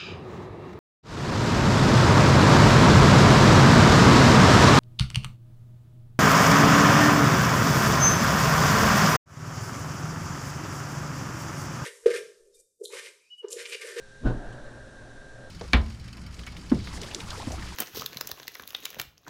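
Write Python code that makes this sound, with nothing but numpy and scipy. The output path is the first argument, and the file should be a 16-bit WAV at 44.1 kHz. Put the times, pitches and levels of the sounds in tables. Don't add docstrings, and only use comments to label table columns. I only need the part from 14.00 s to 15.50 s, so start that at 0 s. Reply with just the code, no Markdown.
import sys
import numpy as np
from scipy import signal
from scipy.fft import rfft, irfft
from scipy.io import wavfile

SR = 44100
rng = np.random.default_rng(int(sys.argv[2]) if len(sys.argv) > 2 else 0)


def master(y):
    cut = np.clip(np.atleast_2d(y).T, -1, 1)
    pcm = np.round(cut * 32767)
    wavfile.write(sys.argv[1], SR, pcm.astype(np.int16))


N = 66150

# f/Hz, relative level/dB
FLOOR_SPECTRUM = [(20, 4), (45, -4.5), (72, -4.5), (90, -8.5), (125, -4), (190, -15), (400, -17),
                  (700, -20), (1100, -24), (1750, -19), (2100, -26), (3000, -27.5), (3850, -22),
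                  (4900, -30), (5750, -25.5), (6600, -29.5), (9000, -31.5), (10500, -36.5), (12000, -51.5)]
# f/Hz, rms level/dB
WHINE_TONES = [(414.5, -64.5), (531.5, -62), (1534, -69.5), (1593, -57.5), (1642, -72), (1771, -75),
               (3774, -89), (7402, -83), (9598, -98)]
# f/Hz, relative level/dB
PUFF_SPECTRUM = [(20, -6), (50, -25), (90, 13), (170, 6), (280, 10), (400, -30), (560, -2), (720, -33),
                 (1000, -48), (2500, -66)]
# f/Hz, relative level/dB
WHOOSH_SPECTRUM = [(20, 3), (50, 1.5), (75, 2), (100, -29), (160, -10), (270, 0), (400, -7), (650, -11.5),
                   (850, -33), (1200, -21), (2500, -75)]
# f/Hz, relative level/dB
RUSH_SPECTRUM = [(300, -14), (700, 1), (1050, 1), (1280, -11), (1480, 6.5), (1680, -5.5), (2100, -17),
                 (4000, -39.5)]
# f/Hz, relative level/dB
GAS_SPECTRUM = [(1200, -11.5), (2200, -4.5), (2900, 0), (3900, -3), (5000, -12.5), (6500, -12.5),
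                (10000, -35)]
# f/Hz, level/dB, t60/s, build-up/s
AIR_MODES = [(27.2, -20, 0.556, 0.017), (118.3, -17, 0.36, 0.036), (175.6, -28, 0.34, 0.027),
             (244.7, -24.5, 0.2, .005), (264, -22, .15, 0.0038), (313.8, -31, 0.42, 0.0069),
             (366, -35, 0.25, 0.0041), (470, -45, 0.52, 0.028), (606.3, -51, 0.51, 0.03),
             (745, -38, 0.41, 0.023), (898.6, -49.5, 0.77, 0.017), (1426, -51.5, 0.39, .012),
             (1485, -32.5, .16, 0.0084)]
# t/s, roar level/dB, pipe hum level/dB
FLAME_LEVELS = [(.21, -98, -92), (.3, -47, -53), (.42, -44, -52), (.46, -41.5, -56), (0.502, -43.5, -43),
                (.575, -44, -45), (.625, -46.5, -62), (.665, -43.5, -49.5), (.81, -48.5, -50.5),
                (.9, -50, -59), (.98, -48.5, -57), (1.06, -47.5, -50), (1.16, -50, -58), (1.22, -50, -91),
                (1.3, -52.5, -57), (1.41, -49, -49.5), (1.5, -49.5, -56.5)]
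# f/Hz, relative level/dB
ROAR_SPECTRUM = [(20, 12.5), (35, 2.5), (60, 10), (90, -13), (160, -1.5), (210, -0.5), (290, 3.5),
                 (370, -3), (480, -4.5), (580, 0.5), (720, -3.5), (830, -8.5), (1250, -12.5), (1550, -4),
                 (1750, -7), (2100, -24.5), (4000, -28.5), (10000, -49)]
# t/s, half length/s, f/Hz, width/Hz, level/dB
PIPE_FLARES = [(.43, 0.029, 714, 105, -45), (0.823, 0.049, 540, 111, -53.5),
               (1.405, 0.045, 551, 148, -50.5)]
# t/s, level/dB, t60/s
SPIT_EVENTS = [(0.526, -54, 0.074)]
# f/Hz, relative level/dB
SPIT_SPECTRUM = [(1500, -27), (3300, 6), (5000, -6), (8000, -1), (11000, -21)]
# delay/s, level/dB
WALL_ECHOES = [(.0047, -21.5), (.0083, -16), (0.0135, -22.5), (0.0206, -15.5)]


def undb(db):
    return 10 ** (np.asarray(db) / 20)


def shaped(gain):
    x = irfft(rfft(rng.standard_normal(N)) * gain, N)
    return x / x.std()


def noise(points):
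    hz, db = np.array(points, float).T
    f = np.maximum(np.fft.rfftfreq(N, 1 / SR), 1)
    return shaped(undb(np.interp(np.log(f), np.log(hz), db)))


def resonance(hz, width_hz):
    f = np.fft.rfftfreq(N, 1 / SR)
    return shaped(1 / (1 + (2 * (f - hz) / width_hz) ** 2))


def walk(rate):
    return shaped(np.exp(-(np.fft.rfftfreq(N, 1 / SR) / rate) ** 2))


def tone(hz, wander_hz, flutter_db, rate):
    phase = 2 * np.pi * (np.cumsum(hz + wander_hz * walk(rate)) / SR + rng.random())
    return np.sqrt(2) * np.sin(phase) * undb(flutter_db * walk(rate))


def burst(t, rise_s, hold_s, t60_s):
    return np.exp(-np.log(1000) * (np.maximum(-t, 0) / rise_s + np.maximum(t - hold_s, 0) / t60_s))


def noise_floor():
    return undb(-51.5) * noise(FLOOR_SPECTRUM)


def whine():
    tones = sum(undb(db) * tone(hz, wander_hz=1.34, flutter_db=0.46, rate=29) for hz, db in WHINE_TONES)
    return tones + undb(-62) * resonance(hz=1582, width_hz=80)


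def ignition(t):
    catch_s, flash_s, gas_s = 0.236, 0.262, 0.268
    puff = undb(-33) * noise(PUFF_SPECTRUM) * burst(t - catch_s, rise_s=0.064, hold_s=0, t60_s=0.22)
    whoosh = undb(-26.5) * noise(WHOOSH_SPECTRUM) * burst(t - flash_s, rise_s=0.11, hold_s=0, t60_s=0.47)
    rush = undb(-38) * noise(RUSH_SPECTRUM) * burst(t - flash_s, rise_s=0.064, hold_s=0.0067, t60_s=0.31)
    gas = undb(-49.5) * noise(GAS_SPECTRUM) * burst(t - gas_s, rise_s=0.11, hold_s=0, t60_s=0.28)
    flutter = undb(0.77 * walk(rate=100))
    return (puff + whoosh + rush) * flutter + gas


def thump(t):
    front_s = 0.252
    swing_s, swing_hz, half_s = 0.2645, 49.4, 0.013
    pulse = np.exp(-0.5 * ((t - swing_s) / half_s) ** 2)
    pressure = undb(-19.5) * np.cos(2 * np.pi * swing_hz * (t - swing_s)) * pulse
    age = np.maximum(t - front_s, 0)
    for hz, db, t60, build_s in AIR_MODES:
        swell = np.sin(np.pi / 2 * np.minimum(age / build_s, 1)) ** 2
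        decay = np.exp(-np.log(1000) * age / t60)
        pressure += undb(db) * swell * decay * np.sin(2 * np.pi * hz * age)
    return pressure


def flame(t):
    when, roar_db, hum_db = np.array(FLAME_LEVELS).T
    roar = noise(ROAR_SPECTRUM) * undb(np.interp(t, when, roar_db))
    hum = tone(hz=116.4, wander_hz=6.4, flutter_db=-0.3, rate=20.5) * undb(np.interp(t, when, hum_db))
    for at, half_s, hz, width_hz, db in PIPE_FLARES:
        flare = np.exp(-0.5 * ((t - at) / half_s) ** 2)
        roar += undb(db) * resonance(hz, width_hz) * flare
    flutter = undb(0.14 * walk(rate=35))
    return roar * flutter + hum


def spit(t):
    return sum(undb(db) * noise(SPIT_SPECTRUM) * burst(t - at, rise_s=0.0062, hold_s=0, t60_s=t60)
               for at, db, t60 in SPIT_EVENTS)


def near_walls(direct):
    return direct + sum(undb(db) * np.roll(direct, int(delay_s * SR)) for delay_s, db in WALL_ECHOES)


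def scene():
    t = np.arange(N) / SR
    echoed = near_walls(noise_floor() + ignition(t) + flame(t) + spit(t))
    return (echoed + thump(t) + whine())[None]


def record(dry):
    cutoff_hz = 11600
    return signal.sosfilt(signal.butter(16, cutoff_hz, fs=SR, output="sos"), dry)


dry = scene()
out = record(dry)
master(out)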